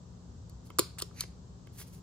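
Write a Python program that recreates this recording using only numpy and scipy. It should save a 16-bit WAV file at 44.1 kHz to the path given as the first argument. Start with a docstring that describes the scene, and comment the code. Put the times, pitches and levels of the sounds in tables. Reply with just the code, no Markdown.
"""A low rumble and a faint hum fill a small, quiet room. Above a craft table a plier-type steel hole
punch ticks as it is squeezed on a card tag. Near 0.8 s the card cracks and the pin snaps into the die,
ringing the steel and thumping the handles. Near 1 s the pin creaks back out of the hole. A soft, ringing
hiss swells into the click of the opening levers at 1.2 s and stops just after it. Last, the fingers turn
the tag with soft rubs and taps."""
import sys
import numpy as np
from scipy import signal
from scipy.fft import rfft, irfft, next_fast_len
from scipy.io import wavfile

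SR = 44100
rng = np.random.default_rng(int(sys.argv[2]) if len(sys.argv) > 2 else 0)


def materialize(psi):
    """Save the field psi as 16-bit PCM at rate SR to the path in sys.argv[1].

    A 1-D psi becomes a single channel; in a 2-D psi each row is a channel.
    """
    bounded = np.clip(np.atleast_2d(psi).T, -1, 1)
    quanta = np.round(bounded * 32767).astype(np.int16)
    wavfile.write(sys.argv[1], SR, quanta)


N = 89170
T = np.arange(N) / SR
FREQUENCIES = np.arange(N // 2 + 1) * SR / N


def from_db(db):
    """The decibel scale: 20 dB is a tenfold amplitude."""
    return 10 ** (np.asarray(db) / 20)


def at_hz(points, hz):
    """Interpolation of a table along a logarithmic frequency axis."""
    knots, values = np.transpose(points)
    return np.interp(np.log(np.maximum(hz, 1)), np.log(knots), values)


def colour(x, spectrum, keep_power=True):
    """Minimum-phase filtering: the spectrum is shaped, and no sound precedes its cause."""
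    size = 2 * next_fast_len(N)
    gain = from_db(at_hz(spectrum, np.arange(size // 2 + 1) * SR / size))
    if keep_power:
        gain = gain / np.sqrt(np.mean(gain ** 2))
    cepstrum = irfft(np.log(gain))
    cepstrum[1:size // 2] *= 2   # folding onto positive time makes the filter causal
    cepstrum[size // 2 + 1:] = 0
    return irfft(rfft(x, size) * np.exp(rfft(cepstrum)))[..., :N]


def band(x, low_hz, high_hz):
    """Band-limited radiation: a body sounds mainly within its own range."""
    return signal.sosfilt(signal.butter(2, [low_hz, high_hz], "band", fs=SR, output="sos"), x)


def stereo_noise(coherence):
    """Partial coherence: common and opposed white noise mix to make two sides alike by 0 to 1."""
    mid, side = rfft(rng.standard_normal((2, N)))
    common = np.sqrt((1 + coherence) / 2) * mid
    opposed = np.sqrt((1 - coherence) / 2) * side * [[1], [-1]]
    return irfft(common + opposed, N)


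def strike(times, levels_db, modes, contact_s):
    """Modal superposition: each blow starts damped sinusoids, which build slowly if contact is soft."""
    impulses, age = np.zeros(N), T[:N // 4]
    np.add.at(impulses, np.round(times * SR).astype(int), from_db(levels_db))
    ring = sum(from_db(db) * np.exp(-np.log(1000) * age / t60) * np.sin(2 * np.pi * hz * age)
               for hz, db, t60 in modes)
    return signal.fftconvolve(impulses, ring * (1 - np.exp(-age / contact_s)))[:N]


def grainy_noise(swells, spectrum, attack_s, grain_db, grain_s):
    """Amplitude modulation: noise in uneven grains swells, holds and dies away."""
    envelope = np.zeros(N)
    for start, hold, db, release in swells:
        rise = np.exp(-np.maximum(start - T, 0) / attack_s)
        decay = np.exp(-np.maximum(T - start - hold, 0) / release)
        envelope += from_db(db) * rise * decay
    flicker = np.interp(T / grain_s, np.arange(N), rng.standard_normal(N))
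    grains = from_db(grain_db * np.clip(flicker, -2, 2)) * rng.standard_normal(N)
    return colour(envelope * grains / np.std(grains), spectrum)


def background(rumble_db=-49.5, hiss_db=-68.5, left_bias_db=2.3):
    """The noise floor: room rumble, hum and microphone hiss add, coherent mainly in the bass."""
    # Noise spectra. Each row: frequency in Hz, relative density in dB.
    rumble_spectrum = [(20, -22), (35, -23.5), (55, 0.5), (80, 1), (120, -3), (170, -4), (205, -11.5),
                       (250, -11), (300, -19.5), (400, -16.5), (650, -25), (1100, -26.5), (2000, -41),
                       (3500, -69)]
    hiss_spectrum = [(1500, -25), (2600, -4.5), (4400, 0.5), (7600, 1), (8200, -6), (9000, -24),
                     (12500, -24.5), (14000, -30)]
    # Hum partials. Each row: frequency in Hz, level in dB before panning.
    partials = [(118.4, -60.5), (177.6, -57.5)]
    # Likeness of left and right. 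Each row: frequency in Hz, coherence from 0 to 1.
    likeness = [(60, 1), (250, 0.8), (1000, 0), (3000, 0), (8000, 0.07)]
    coherence = at_hz(likeness, FREQUENCIES)
    rumble = from_db(rumble_db) * colour(stereo_noise(coherence), rumble_spectrum)
    hum = sum(np.sqrt(2) * from_db(db) * np.sin(2 * np.pi * (hz * T + rng.random()))
              for hz, db in partials)
    hiss = from_db(hiss_db) * colour(stereo_noise(coherence), hiss_spectrum)
    pan = from_db([[left_bias_db / 2], [-left_bias_db / 2]])
    return pan * (rumble + hum) + hiss


def room(x, onset_s=0.00096, near_fade_s=0.018, coherence=.2):
    """Reverberation: the table and near things scatter first; a diffuse tail decays band by band."""
    # Reflected spectrum. Each row: frequency in Hz, gain in dB.
    spectrum = [(150, -26), (400, -21.5), (1200, -14), (2400, -11.5), (3500, -10.5), (5000, -8),
                (8000, -18), (12000, -21), (16000, -23.5)]
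    # Reverberation times. Each row: frequency in Hz, T60 in seconds.
    decay_times = [(200, 0.19), (1500, 0.38), (4500, 0.39), (9000, 0.27), (15000, 0.26)]
    noise, tail = rfft(stereo_noise(coherence)), np.zeros((2, N))
    edges = np.geomspace(100, 18000, 9)
    for low, high in zip(edges, edges[1:]):
        fade = at_hz(decay_times, np.sqrt(low * high)) / np.log(1000)
        part = irfft(noise * ((FREQUENCIES >= low) & (FREQUENCIES < high)), N)
        tail += part * np.exp(-T / fade) * np.sqrt(2 / (fade * SR))   # same energy whatever the decay
    near = stereo_noise(coherence) * np.exp(-T / near_fade_s) * np.sqrt(2 / (near_fade_s * SR))
    onset = np.clip(2 * T / onset_s - 1, 0, 1)
    response = onset * colour(tail + near, spectrum, keep_power=False)
    return signal.fftconvolve(x[None], response, axes=-1)[:, :N]


def ports(x):
    """Near-field pickup: direct sound reaches two microphone ports with unequal level and phase."""
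    # Balance. Each row: frequency in Hz, level of left over right in dB.
    balance = [(300, 0), (600, 2), (1200, -4.5), (2000, -3.5), (3000, -4.5), (3900, 1.5), (5800, -3.5),
               (7200, -2.5), (8400, 5), (9500, -1), (15000, 1)]
    # Phase. Each row: frequency in Hz, lead of left over right in radians.
    lead = [(300, 1.7), (1400, -0.34), (2700, 1.7), (4500, 1.1), (5600, 2.5), (6500, 1.7), (7800, 2),
            (9000, 1.5), (12000, 0.22), (15500, -1.1)]
    half = from_db(at_hz(balance, FREQUENCIES) / 2) * np.exp(.5j * at_hz(lead, FREQUENCIES))
    return irfft(rfft(x) * np.array([half, 1 / half]), N)


def ringing_hiss():
    """Resonant noise: a soft, ringing hiss swells into the lever click and stops just after it."""
    # The swell. Each row: start of hold in seconds, hold in seconds, level in dB, release in seconds.
    swells = [(1.190, 0.0474, -49.5, 0.0025)]
    # Its peaked spectrum. 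Each row: frequency in Hz, relative level in dB.
    spectrum = [(300, -19), (1200, -9), (2400, 2.5), (3300, -11.5), (4500, 3), (5400, -8), (6300, 3),
                (7400, -16), (9400, -15.5), (11000, -6), (12500, -14), (16000, -27)]
    return grainy_noise(swells, spectrum, attack_s=0.0194, grain_db=3.0, grain_s=0.0011)


def tag_friction():
    """Stick-slip friction: paper fibres catch and slip, creaking on the pin and rubbing on the fingers."""
    # Strokes. Each row: start of hold in seconds, hold in seconds, level in dB, release in seconds.
    pulls = [(0.9855, .0165, -41, .0022), (1.015, 0.0093, -43.5, .0025)]
    rubs = [(0.657, 0.0089, -66, 0.02), (1.735, 0.038, -65.5, .012), (1.787, 0.037, -49, 0.01),
            (1.873, .008, -61, 0.022), (1.934, .010, -59.5, 0.029)]
    # Their spectra. Each row: frequency in Hz, relative level in dB.
    creak_spectrum = [(300, -14.5), (1200, -6), (1900, -8), (2800, -2), (3700, -2), (4600, -3.5),
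                      (6000, -13.5), (8400, 6.5), (9200, -7), (10000, -6), (13000, -14), (16000, -21)]
    rub_spectrum = [(400, -12.5), (1200, -2), (2600, 1), (4500, 2), (6700, 4.5), (8300, 3), (11000, 5.5),
                    (13000, -0.5), (15500, 1.5), (16500, -27.5)]
    creak = grainy_noise(pulls, creak_spectrum, attack_s=.0014, grain_db=6.0, grain_s=.0004)
    rub = grainy_noise(rubs, rub_spectrum, attack_s=.007, grain_db=3.0, grain_s=0.00074)
    return creak + rub


def handle_thump(times, levels_db):
    """Damping: the hand absorbs the low modes of the handles, leaving a dull knock."""
    # Handle modes. Each row: frequency in Hz, relative level in dB, T60 in seconds.
    modes = [(168, -26, 0.045), (365, 0, 0.042), (412, -6.5, 0.083), (490, -3, 0.028)]
    return band(strike(times, levels_db, modes, contact_s=0.00026), low_hz=131.4, high_hz=553)


def tag_taps(thump_offset_db=-8):
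    """Flexural vibration: each tap rings the tag briefly and also thumps the hand."""
    # Taps. Each row: time in seconds, strength in dB.
    taps = [(0.7027, -39.5), (1.2373, -36.5), (1.6718, -45), (1.7869, -48), (1.814, -41)]
    # Modes of the free tag. Each row: frequency in Hz, relative level in dB, T60 in seconds.
    modes = [(1167.4, -7.5, 0.014), (1600, -6, .015), (2150, -3.5, 0.013), (2599, -8, 0.015),
             (3080, -7, .018), (5040, -3, 0.0037), (9500, 2.5, .002), (14000, -3.5, 0.0022)]
    times, db = np.transpose(taps)
    return strike(times, db, modes, contact_s=0.00028) + handle_thump(times, db + thump_offset_db)


def card_knock(times, levels_db):
    """A clamped plate: the stiff card rings while the jaws hold it."""
    # Modes of the held card. Each row: frequency in Hz, relative level in dB, T60 in seconds.
    modes = [(1056, -3.5, 0.021), (1159, -8, 0.05), (1247, -0.5, 0.014), (1450, -14, 0.0099),
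             (2165, -24, 0.018), (2700, -33.5, .02)]
    return band(strike(times, levels_db, modes, contact_s=0.0004), low_hz=970, high_hz=1900)


def steel_ring(times, die_db, lever_db, lever_lag_s=0.0):
    """Free vibration of struck steel: the small pin and die ring high, the levers lower."""
    # Steel modes. Each row: frequency in Hz, relative level in dB, T60 in seconds.
    die_modes = [(6075, -20, .025), (6950, 3, 0.027), (7950, -0.5, .025), (8740, -6.5, 0.03),
                 (9340, -1, 0.013), (9900, -12.5, 0.021), (10650, -17.5, .03), (11170, -10.5, 0.031),
                 (12800, -15.5, 0.023), (15200, -20, .025)]
    lever_modes = [(3134, -11, 0.03), (3590, -14.5, 0.035), (3950, -17.5, 0.017), (4313, -1, 0.013),
                   (4423, 2.5, 0.015), (4880, -10, 0.028), (5852, -6.5, 0.027)]
    die = strike(times, die_db, die_modes, contact_s=.00025)
    levers = strike(times + lever_lag_s, lever_db, lever_modes, contact_s=.0004)
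    return die + levers


def cracks(times, levels_db, fades, rise_s=0.00038, snap_db=6.0):
    """Broadband transients: one sharp snap inside each burst of breaking fibres and chattering steel."""
    # Crack spectrum. Each row: frequency in Hz, relative level in dB.
    spectrum = [(300, -41.5), (1200, -12), (2300, -10.5), (3700, -5), (4500, 0.5), (5400, 1.5), (7000, 3),
                (9500, 1.5), (12000, -1.5), (15300, -6.5), (16500, -39)]
    power, snaps = np.zeros(N), np.zeros(N)
    for start, db, fade in zip(times, levels_db, fades):
        age = np.maximum(T - start, 0)
        rise = 1 - np.exp(-(age / rise_s) ** 2)
        power += (from_db(db) * rise * np.exp(-age / fade)) ** 2
        snaps[round((start + rise_s) * SR)] += from_db(db + snap_db)
    bursts = np.sqrt(power) * rng.choice([-1, 1], N)
    return colour(snaps + bursts, spectrum)


def touches(tick_fade_s=0.0016):
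    """Weak impacts: light steel ticks and soft card knocks sound around the blows."""
    # The pin ticks in its guide; the jaws nudge the card. Each row: time in seconds, strength in dB.
    ticks = [(0.4958, -52), (0.67, -56.5), (0.702, -60), (0.988, -38)]
    nudges = [(0.704, -40.5), (0.976, -50.5), (1.0111, -39.5), (1.1120, -50), (1.213, -41)]
    times, db = np.transpose(ticks)
    clicks = cracks(times, db, np.full(len(times), tick_fade_s))
    steel = steel_ring(times, die_db=db - 5, lever_db=db - 4)
    return clicks + steel + card_knock(*np.transpose(nudges))


def punch(lever_lag_s=.0006, card_lag_s=.0013, handle_lag_s=.002):
    """Structure-borne sound: each blow cracks and rings the die, then reaches levers, card and handles."""
    # The card cracks, the pin snaps home, it springs back, the levers open. Each row: time in seconds,
    # crack strength in dB, crack fade in seconds, then strengths in dB at die, levers, card and handles.
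    blows = [(0.7863, -18, .0014, -29, -35, -17.5, -28), (0.7923, -4.5, .001, -20.5, -22, -35.5, -19.5),
             (1.0209, -25, 0.0016, -45, -26, -37.5, -36), (1.2070, -24, 0.0024, -44, -25, -48.5, -55)]
    times, crack_db, fades, die_db, lever_db, card_db, handle_db = np.transpose(blows)
    crack = cracks(times, crack_db, fades)
    steel = steel_ring(times, die_db, lever_db, lever_lag_s)
    card = card_knock(times + card_lag_s, card_db)
    handles = handle_thump(times + handle_lag_s, handle_db)
    return crack + card + handles, steel


def scene(steel_room_db=-15.5):
    """Direct and reverberant fields add; the steel ring of the blows sends less into the room."""
    knocks, steel = punch()
    close_sound = knocks + touches() + tag_friction() + ringing_hiss() + tag_taps()
    direct = ports(close_sound + steel)
    reverberant = room(close_sound + from_db(steel_room_db) * steel)
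    return direct + reverberant + background()


def record(dry, cutoff_hz=16300):
    """Band limiting: a steep elliptic low-pass removes the highest treble."""
    return signal.sosfilt(signal.ellip(10, .2, 80, cutoff_hz, fs=SR, output="sos"), dry)


dry = scene()
out = record(dry)
materialize(out)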